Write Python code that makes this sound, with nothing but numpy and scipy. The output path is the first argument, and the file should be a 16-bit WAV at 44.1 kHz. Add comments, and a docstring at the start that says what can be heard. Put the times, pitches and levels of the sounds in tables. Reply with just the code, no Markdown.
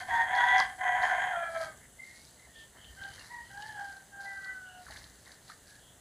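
"""A rooster close by crows hoarsely in a wooded yard: two beating membranes and a noise-driven windpipe.
From the start feet stir dry leaves, as dense noise grains, over air, rumble, a motor hum and insect hiss.
Twigs snap and heels knock as short rings; then come hoarse chirps and a haze (noise in one band each)
and thin whistled tones that glide, near 2 kHz.
Soles scuff soil, and a distant rooster answers with a cleaner crow whose octave often leads."""
import sys
import numpy as np
from scipy import signal
from scipy.fft import rfft, irfft, next_fast_len
from scipy.io import wavfile
from scipy.ndimage import uniform_filter1d

SR = 44100
rng = np.random.default_rng(int(sys.argv[2]) if len(sys.argv) > 2 else 0)


def materialize(psi):
    """Save the field psi as 16-bit PCM at rate SR to the path in sys.argv[1].

    A 1-D psi becomes a single channel; in a 2-D psi each row is a channel.
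    """
    bounded = np.clip(np.atleast_2d(psi).T, -1, 1)
    quanta = np.round(bounded * 32767).astype(np.int16)
    wavfile.write(sys.argv[1], SR, quanta)


def linear_from_db(decibels):
    """Turn decibels (scalar or array-like) into linear amplitude factors; 0 gives 1."""
    return 10 ** (np.asarray(decibels, float) / 20)


N = 264820
T = np.arange(N) / SR


def evened(x):
    """Normalisation: scales to rms 1."""
    return x / np.sqrt(np.mean(x ** 2) + 1e-20)


def add(mix, s, sound):
    """Superposition: adds a sound into the mix from time s."""
    part = mix[round(s * SR):][:len(sound)]
    part += sound[:len(part)]


def along(rows):
    """Linear interpolation of a table: sample times, then each column per sample."""
    s, *columns = np.transpose(rows)
    t = np.arange(s[0], s[-1], 1 / SR)
    return [t] + [np.interp(t, s, c) for c in columns]


def drift(length, seconds):
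    """Low-pass random fluctuation: noise averaged twice over a window, at rms 1."""
    size = max(round(seconds * SR), 1)
    noise = rng.standard_normal(length)
    return evened(uniform_filter1d(uniform_filter1d(noise, size), size))


def resonate(x, hz, width):
    """Resonance by heterodyning: shift hz to zero, low-pass with a double pole, shift back; peak gain 1."""
    turn = np.exp(2j * np.pi * np.cumsum(hz * np.ones(len(x))) / SR)
    r = np.exp(-np.pi * width / SR)
    lowered = signal.lfilter([(1 - r) ** 2], [1, -2 * r, r * r], x / turn)
    return 2 * (turn * lowered).real


def colour(x, points):
    """Linear filtering: multiplies the spectrum by a gain curve over log frequency."""
    f, db = np.transpose(points)
    size = next_fast_len(N)
    hz = np.fft.rfftfreq(size, 1 / SR)
    gain = linear_from_db(np.interp(np.log(hz + 1), np.log(f), db))
    return irfft(rfft(x, size) * gain)[..., :N]


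def coloured_noise(points):
    """Spectral shaping: white noise given a relative spectrum, at rms 1."""
    return evened(colour(rng.standard_normal(N), points))


def noise_bands(rows):
    """Narrow-band noise: a sum of independently driven resonances."""
    return sum(linear_from_db(db) * evened(resonate(rng.standard_normal(N), hz, width)) for hz, width, db in rows)


def strokes(rows):
    """Exponential growth and decay: strokes swell and fall at steady dB rates; their powers add."""
    power = 0
    for s, db, rise, fall in rows:
        below_peak = 10 * np.maximum((s - T) / rise, (T - s) / fall)
        power = power + linear_from_db(2 * (db - below_peak))
    return np.sqrt(power)


# Turbulent breath: t/s, level/dB over effort, beak level/dB over windpipe, beak f/Hz
BREATH_TRACK = [(0, -4, -2, 3160), (.08, -6, -3, 3200), (.17, -11, -1, 3400), (.28, -7, -1, 3250),
                (.48, -9, 3, 3380), (.66, -6, 2, 3220), (.84, -6, -6, 3150), (1.25, -4, -4, 3170),
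                (1.4, -14, 2, 3200), (1.85, -11, -3, 3240)]
# Windpipe resonances: f/Hz, pole width/Hz, level/dB
WINDPIPE_MODES = [(764, 71, -2), (1009, 113, -7), (1600, 110, -1), (1750, 140, -1), (1970, 210, -3.5),
                  (2356, 140, -18), (6520, 600, -27)]
# Beak resonances: multiple of beak f, pole width/Hz, level/dB
BEAK_MODES = [(1, 210, -15), (.97, 1100, -20)]
SLAPS_PER_S, SLAP_SHARE = 250, .65  # mean rate before jitter; weight of slaps against puffs
PIPE_WANDER = .02  # rms wander of the windpipe resonances, as a fraction of their frequency


def rasp():
    """Source-filter principle: the membranes beat; uneven slaps and puffs ring windpipe and beak."""
    t, share_db, beak_db, beak_hz = along(BREATH_TRACK)
    turns = np.cumsum(SLAPS_PER_S * (1 + .4 * drift(len(t), seconds=.004))) / SR
    beat = turns.astype(int)
    size = linear_from_db(3 * rng.standard_normal(len(t)))[beat]  # one size a beat
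    puffs = (.25 + size * np.exp(-(turns % 1) / .25)) * rng.standard_normal(len(t))
    slaps = size * np.diff(beat, prepend=0)
    drive = SLAP_SHARE * evened(slaps) + (1 - SLAP_SHARE) * evened(puffs)
    pipe = np.zeros(len(t))
    for hz, width, db in WINDPIPE_MODES:
        moving_hz = hz * (1 + PIPE_WANDER * drift(len(t), seconds=.04))
        pipe += linear_from_db(db) * evened(resonate(drive, moving_hz, width))
    beak = sum(linear_from_db(db) * evened(resonate(drive, k * beak_hz, width)) for k, width, db in BEAK_MODES)
    return t[0], linear_from_db(share_db) * (pipe + linear_from_db(beak_db) * beak)


def membrane(t, hz, first_db, second_db, rough, order=(1, 2), faint_db=-60, waver_db=2.2):
    """Periodic vibration: two wavering partials and a faint double of the upper; roughness modulates both."""
    rough = np.clip(rough, 0, 1)
    phase = 2 * np.pi * np.cumsum(hz) / SR + 2.2 * rough * drift(len(t), seconds=.006)
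    swing = 1 + 1.5 * rough * drift(len(t), seconds=.006)
    first_gain = linear_from_db(first_db + waver_db * drift(len(t), seconds=.02))
    second_gain = linear_from_db(second_db + waver_db * drift(len(t), seconds=.02))
    tone = first_gain * np.sin(order[0] * phase)
    tone += second_gain * np.sin(order[1] * phase)
    tone += linear_from_db(second_db + faint_db) * np.sin(2 * order[1] * phase)
    return t[0], np.sqrt(2) * tone * swing * signal.windows.tukey(len(t), .08)


# One effort drives both membranes and the breath: t/s, level/dB
EFFORT_TRACK = [(0.0, -37), (0.07, -47), (0.083, -36), (0.112, -30), (0.2, -26), (0.256, -36), (0.4, -24),
                (0.592, -25), (0.775, -55), (0.787, -41), (0.804, -41), (0.814, -32), (0.87, -28),
                (1.34, -31), (1.472, -36), (1.53, -45), (1.566, -32), (1.592, -42), (1.612, -33),
                (1.828, -63), (1.85, -58)]
# Lower membrane of the syrinx, sagging in pitch at the end:
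# t/s, f/Hz, first partial level/dB over effort, octave level/dB over effort, roughness (0-1)
LOWER_MEMBRANE = [(0, 730, -10, -25, .25), (.1, 760, -7, -24, .28), (.16, 745, -16, -28, .28),
                  (.33, 750, -6, -26, .28), (.43, 750, -18, -28, .25), (.54, 752, -5, -28, .05),
                  (.66, 770, -15, -22, .3), (.88, 728, -5, -26, .14), (1.07, 725, -8, -28, .22),
                  (1.22, 720, -15, -26, .25), (1.32, 728, -6, -20, .2), (1.36, 688, -5, -8, .1),
                  (1.62, 650, -6, -9, .12), (1.8, 595, -12, -9, .3)]
# Upper membrane, one table a syllable: t/s, f/Hz, first level/dB over effort, octave level/dB over effort
UPPER_MEMBRANE = [
    [(.1, 935, -16, -8), (.13, 935, -4, -4), (.27, 920, -8, -4)],
    [(.28, 985, -13, -11), (.42, 963, -3, -4), (.58, 995, -12, -4), (.68, 1000, -16, -11)],
    [(.79, 1010, -12, -5), (.9, 975, -16, -11), (1.05, 985, -11, -13), (1.4, 930, -23, -21)],
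]
# Doubled cycle, partials at 5 and 7 halves of the low pitch:
# start t/s, end t/s, fifth level/dB over effort, seventh level/dB over effort
CYCLE_DOUBLING = (1.36, 1.76, -10, -21)


def near_rooster():
    """Common modulation: membranes, breath and late period doubling swell with one effort."""
    t, effort_db = along(EFFORT_TRACK)
    voice = np.zeros(len(t))
    add(voice, *rasp())
    add(voice, *membrane(*along(LOWER_MEMBRANE)))
    for rows in UPPER_MEMBRANE:
        add(voice, *membrane(*along(rows), rough=.1))
    start, end, fifth_db, seventh_db = CYCLE_DOUBLING
    late = np.arange(start, end, 1 / SR)
    low_hz = np.interp(late, *np.transpose(LOWER_MEMBRANE)[:2])
    add(voice, *membrane(late, low_hz / 2, fifth_db, seventh_db, .06, order=(5, 7)))
    return t[0], linear_from_db(effort_db) * voice


def rustle(rows, points, per_s, spread_db):
    """Shot noise: random crackles of uneven size, smeared over about a millisecond, under foot strokes."""
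    happens = rng.random(N) < per_s / SR
    size = linear_from_db(spread_db * np.minimum(rng.exponential(1, N), 5)) * happens
    grains = (.5 + signal.lfilter([1], [1, -.97], size)) * rng.standard_normal(N)
    return strokes(rows) * evened(colour(grains, points))


# Feet in dry leaves, one row a step: t/s, level/dB, 10 dB rise time/s, 10 dB fall time/s
LEAF_STEPS = [(0, -54, .01, .05), (.17, -55, .1, .07), (.35, -54, .01, .3), (.6, -44, .02, .02),
              (1.03, -52, .02, .12), (1.62, -51, .1, .06), (2.04, -62, .02, .2), (2.17, -58, .1, .2),
              (2.6, -63, .08, .08), (3.19, -55, .25, .25), (3.63, -57, .1, .2), (3.9, -59, .2, .13),
              (4.21, -58, .012, .4), (4.93, -53, .09, .17), (5.31, -56, .1, .055), (5.5, -56, .05, .07),
              (5.7, -59, .06, .1)]
# Relative spectrum of the leaves: f/Hz, level/dB
LEAF_SPECTRUM = [(1500, -60), (2300, -1), (3000, -19.5), (4000, 3.5), (4800, 5.5), (5700, -2), (6500, -5),
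                 (8000, -14), (11000, -4), (16000, -50)]


def leaves():
    """Shot noise of bright, sparser crackles: feet in dry leaves."""
    return rustle(LEAF_STEPS, LEAF_SPECTRUM, per_s=360.0, spread_db=2.5)


# Relative spectrum of the outdoor wash: f/Hz, level/dB
WASH_SPECTRUM = [(88, -33), (150, 4.5), (318, -2), (687, 0), (1160, -8), (1840, -2), (2360, -14),
                 (3820, -10), (5720, -11), (7940, -6), (15000, -19.5)]


def wash():
    """Stationary random noise: the steady outdoor wash, barely wavering in level."""
    return linear_from_db(-61.5 + 0.4 * drift(N, seconds=0.02)) * coloured_noise(WASH_SPECTRUM)


# Heavier footfalls: t/s, level/dB before the waver
FOOT_THUDS = [(.12, -56), (.52, -60), (1, -63), (1.62, -60), (2.91, -61), (3.15, -64), (3.56, -65),
              (4.91, -59)]
# Relative spectrum of thuds and rumble: f/Hz, level/dB
THUD_SPECTRUM = [(20, -23), (60, 2), (130, -5.5), (200, -10), (400, -17), (1000, -35)]


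def rumble():
    """Amplitude modulation of low noise: footfalls thud over a lumpy rumble."""
    rise_s, fall_s, floor_db = .07, .18, -67.5
    lumps = linear_from_db(floor_db) + strokes([(s, db, rise_s, fall_s) for s, db in FOOT_THUDS])
    return lumps * linear_from_db(1.8 * drift(N, seconds=0.018)) * coloured_noise(THUD_SPECTRUM)


# Distant motor: f/Hz, pole width/Hz, level/dB before the swell
MOTOR_BANDS = [(62.8, 27, -78.5), (120.2, 8.9, -73)]
# Swell of the motor: t/s, gain level/dB
MOTOR_SWELL = [(0, 0), (1.3, 4), (2, -1), (6, -1)]


def hum():
    """Narrow-band noise: a distant motor whose level swells and sinks."""
    return linear_from_db(np.interp(T, *np.transpose(MOTOR_SWELL))) * noise_bands(MOTOR_BANDS)


# Insects in the trees: f/Hz, pole width/Hz, level/dB before the swell
INSECT_BANDS = [(6400, 1500, -78), (8050, 970, -69.5), (10550, 1500, -68)]
# Swell of the insects: t/s, gain level/dB
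INSECT_LEVELS = [(0, 2.5), (1.2, 4), (2.5, -4), (6, -5.5)]


def insects():
    """Band-limited noise: a high hiss that swells, then recedes."""
    return linear_from_db(np.interp(T, *np.transpose(INSECT_LEVELS))) * noise_bands(INSECT_BANDS)


def air():
    """Incoherent superposition: the independent background noises add."""
    return wash() + rumble() + hum() + insects()


def yard(x):
    """Scattering by walls and trunks: sparse taps of random sign decay exponentially, 60 dB in 0.24 s."""
    grid = np.arange(400, SR // 2, 20)  # the first echo comes after 9 ms
    at = grid + rng.integers(0, 20, len(grid))
    taps = np.zeros(SR)
    taps[at] = rng.choice([-1., 1.], len(at)) * linear_from_db(-60 * at / SR / 0.24)
    return signal.fftconvolve(x, taps / np.linalg.norm(taps))[:N]


def crack(s, db, hz, t60):
    """Impulse excitation: one sharp break and dying noise ring a broad resonance at hz."""
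    t = np.arange(2000) / SR
    push = rng.standard_normal(len(t)) * linear_from_db(-60 * t / t60) + 12 * (t == 0)
    ring = resonate(push, hz, 0.29 * hz)
    return s, linear_from_db(db) * ring / abs(ring).max()


# Twigs: t/s, peak level/dB, f/Hz
TWIG_SNAPS = [(0.3521, -31, 4270), (0.5821, -27, 5200), (0.601, -17, 4700), (1.0226, -36.5, 3958),
              (1.6122, -43, 4340), (1.7739, -47, 6370), (2.8449, -42, 3300), (3.038, -37.5, 3800),
              (3.6227, -43, 3050), (3.6227, -36, 4400), (4.2068, -46, 4830), (4.4453, -41, 4300),
              (4.9232, -47, 3037), (4.9721, -38, 4260), (5.0419, -39, 4130), (5.2589, -45, 4220),
              (5.3188, -40, 4430), (5.5009, -43, 4300)]


def twigs(mix):
    """Brittle fracture: twigs snap as brief, high rings."""
    for row in TWIG_SNAPS:
        add(mix, *crack(*row, t60=.03))


# Heels on stones and roots: t/s, peak level/dB, f/Hz
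HEEL_KNOCKS = [(0.602, -18, 1000), (2.472, -52.5, 730), (4.46, -42, 1470), (4.866, -40, 1530),
               (4.883, -43, 1250), (4.902, -44, 750), (4.962, -38, 1810), (5.499, -40, 1390),
               (5.519, -46, 1680)]


def heels(mix):
    """Impact: heels knock on stones and roots as lower, longer rings."""
    for row in HEEL_KNOCKS:
        add(mix, *crack(*row, t60=0.043))


# Hoarse chirps and a long faint haze near 3.1 kHz: t/s, duration/s, f/Hz, pole width/Hz, level/dB
CHIRP_AND_HAZE_BANDS = [(1.8, 0.077, 1920, 400, -59), (2.03, 0.19, 1930, 200, -61),
                        (2.355, .14, 2060, 130, -63), (2.43, .12, 1880, 90, -66),
                        (2.515, 0.16, 3300, 650, -61), (2.755, 0.2, 3100, 300, -62.5),
                        (2.927, .3, 3100, 250, -63.5), (3.16, 0.09, 2800, 200, -65),
                        (3.3, .75, 3120, 450, -68.5), (4.62, 0.22, 2900, 400, -66),
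                        (5.63, 0.2, 1650, 196, -62.5), (5.78, 0.19, 3300, 400, -68.5)]


def chirps_and_haze(mix):
    """Resonance of noise: hoarse chirps and a long faint haze near 3.1 kHz, each noise in one band."""
    for s, length, hz, width, db in CHIRP_AND_HAZE_BANDS:
        band = evened(resonate(rng.standard_normal(round(length * SR)), hz, width))
        add(mix, s, linear_from_db(db) * band * signal.windows.tukey(len(band), .7))


# Thin gliding tones: faint bird whistles and perhaps a third, distant rooster:
# t/s, duration/s, start f/Hz, end f/Hz, start level/dB, end level/dB
THIN_TONES = [(1.98, .12, 2070, 2105, -47, -52), (2.08, .17, 2110, 2190, -60, -67),
              (2.54, .12, 1800, 1795, -59, -60), (2.82, .14, 1810, 1810, -65, -67),
              (4.245, .16, 1990, 1965, -42, -56), (4.385, .165, 1945, 1985, -54, -42),
              (4.53, .1, 1985, 1970, -58, -68), (4.64, .17, 1630, 1630, -63, -66)]
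# Throb of the first tone: start t/s, end t/s, throb f/Hz, depth (fraction)
TONE_THROB = (2.0, 2.06, 60, .75)


def thin_tone(s, length, from_hz, to_hz, from_db, to_db):
    """Frequency and amplitude modulation: one unsteady tone glides in pitch and level."""
    t, hz, level_db = along([(s, from_hz, from_db), (s + length, to_hz, to_db)])
    phase = 2 * np.pi * np.cumsum(hz) / SR + 0.2 * drift(len(t), seconds=0.009)
    start, end, per_s, depth = TONE_THROB
    throb = depth * np.sin(2 * np.pi * per_s * (t - start)) * (t > start) * (t < end)
    swing = 1 + throb + .25 * drift(len(t), seconds=.008)
    return s, np.sqrt(2) * linear_from_db(level_db) * swing * np.sin(phase) * signal.windows.tukey(len(t), .4)


def thin_tones(mix):
    """Superposition of gliding tones: faint bird whistles and perhaps a third, distant rooster."""
    for row in THIN_TONES:
        add(mix, *thin_tone(*row))


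# Soles on soil: t/s, level/dB, 10 dB rise time/s, 10 dB fall time/s
SCUFF_STEPS = [(2.76, -57, .015, .07), (3.02, -62, .05, .1), (3.22, -54, .2, .08), (3.65, -62, .1, .4),
               (4.928, -52, .065, .12), (5.27, -56, .012, .09), (5.496, -57, .01, .04)]
# Relative spectrum of the soil: f/Hz, level/dB
SOIL_SPECTRUM = [(200, -48), (500, -15), (900, -9), (1300, -11), (1800, -1.5), (2150, -6), (2500, -63),
                 (5000, -78)]


def scuffs():
    """Shot noise of duller, denser grains: soles scuff soil."""
    return rustle(SCUFF_STEPS, SOIL_SPECTRUM, per_s=720.0, spread_db=2.0)


def far_syllable(rows, rough, per_s):
    """Harmonic tone with amplitude modulation: a throbbing voice, breath noise around both partials."""
    t, hz, first_db, octave_db = along(rows)
    s, tone = membrane(t, hz, first_db, octave_db, rough, faint_db=-31, waver_db=1.5)
    air_flow, width = rng.standard_normal(len(t)), 200
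    breath = linear_from_db(first_db) * evened(resonate(air_flow, hz, width))
    breath += linear_from_db(octave_db) * evened(resonate(air_flow, 2 * hz, 2 * width))
    throb = 1 - .25 * np.cos(2 * np.pi * per_s * (t - s - .01))
    return s, throb * tone + linear_from_db(-11) * breath


# Far rooster, one table a syllable: t/s, f/Hz, first partial level/dB, octave level/dB
FAR_SYLLABLES = [
    [(2.96, 775, -74, -56), (3.06, 790, -50, -46), (3.12, 785, -62, -56)],
    [(3.285, 930, -62, -64), (3.325, 965, -48, -45), (3.4, 945, -53, -50), (3.45, 950, -60, -56),
     (3.48, 960, -74, -58), (3.54, 975, -80, -60)],
    [(3.49, 784, -68, -60), (3.55, 800, -50, -51), (3.6, 820, -50, -50), (3.65, 868, -52, -48),
     (3.69, 872, -51, -50), (3.75, 835, -53, -50), (3.81, 808, -44, -42), (3.86, 800, -51, -48),
     (3.94, 788, -56, -52), (4.05, 775, -68, -64)],
    [(4.1, 803, -72, -64), (4.135, 798, -58, -53), (4.2, 794, -53, -46), (4.27, 790, -48, -48),
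     (4.38, 782, -56, -46), (4.44, 774, -67, -47), (4.5, 766, -64, -43), (4.6, 752, -72, -50),
     (4.68, 742, -69, -53), (4.76, 732, -54, -58), (4.86, 718, -58, -64)],
]
# Roughness of each far syllable (0-1)
FAR_ROUGHNESS = [.1, .13, .14, .05]
# Throb of each far syllable: f/Hz
FAR_THROB_HZ = [30, 30, 33, 16.5]


def far_rooster(mix):
    """Harmonic vibration: four syllables, cleaner than the near crow."""
    for row in zip(FAR_SYLLABLES, FAR_ROUGHNESS, FAR_THROB_HZ):
        add(mix, *far_syllable(*row))


# Gentle low cut on the birds, a few dB less below about 600 Hz: f/Hz, gain level/dB
BIRD_LOW_CUT = [(380, -4), (620, -0.5)]
# Difference of the air between left and right: f/Hz, gain level/dB
AIR_WIDTH = [(60, -31), (300, -30.5), (1500, -26), (5000, -9.5), (15000, -11)]


def scene():
    """Mid-side stereophony: birds and steps echo over the air; nearly all arrives alike at both sides."""
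    birds, steps = np.zeros(N), np.zeros(N)
    add(birds, *near_rooster())
    chirps_and_haze(birds)
    thin_tones(birds)
    far_rooster(birds)
    birds = colour(birds, BIRD_LOW_CUT)
    twigs(steps)
    heels(steps)
    steps += leaves() + scuffs()
    mid = birds + steps + yard(linear_from_db(-10) * (birds + steps)) + air()
    side = colour(air(), AIR_WIDTH) + yard(linear_from_db(-48) * birds + linear_from_db(-30) * steps)
    return np.array([mid + side, mid - side])


def low_pass(x):
    """Removes everything above the highest recorded frequency."""
    return signal.sosfilt(signal.butter(12, 16580, fs=SR, output="sos"), x)


# Overall response, a dip near 2.5 kHz, a treble step and a steep cutoff at 15.5 kHz: f/Hz, gain level/dB
CHAIN_RESPONSE = [(2200, 0.5), (2500, -2), (2900, 5), (5300, -4), (5800, -1.5), (6200, 3), (11400, 0),
                  (11800, -3.5), (15400, 4), (15600, -62)]


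def record(dry):
    """Linear filtering: the frequency response of the whole chain colours the mix."""
    mix = colour(dry, CHAIN_RESPONSE)
    return low_pass(mix)


dry = scene()
out = record(dry)
materialize(out)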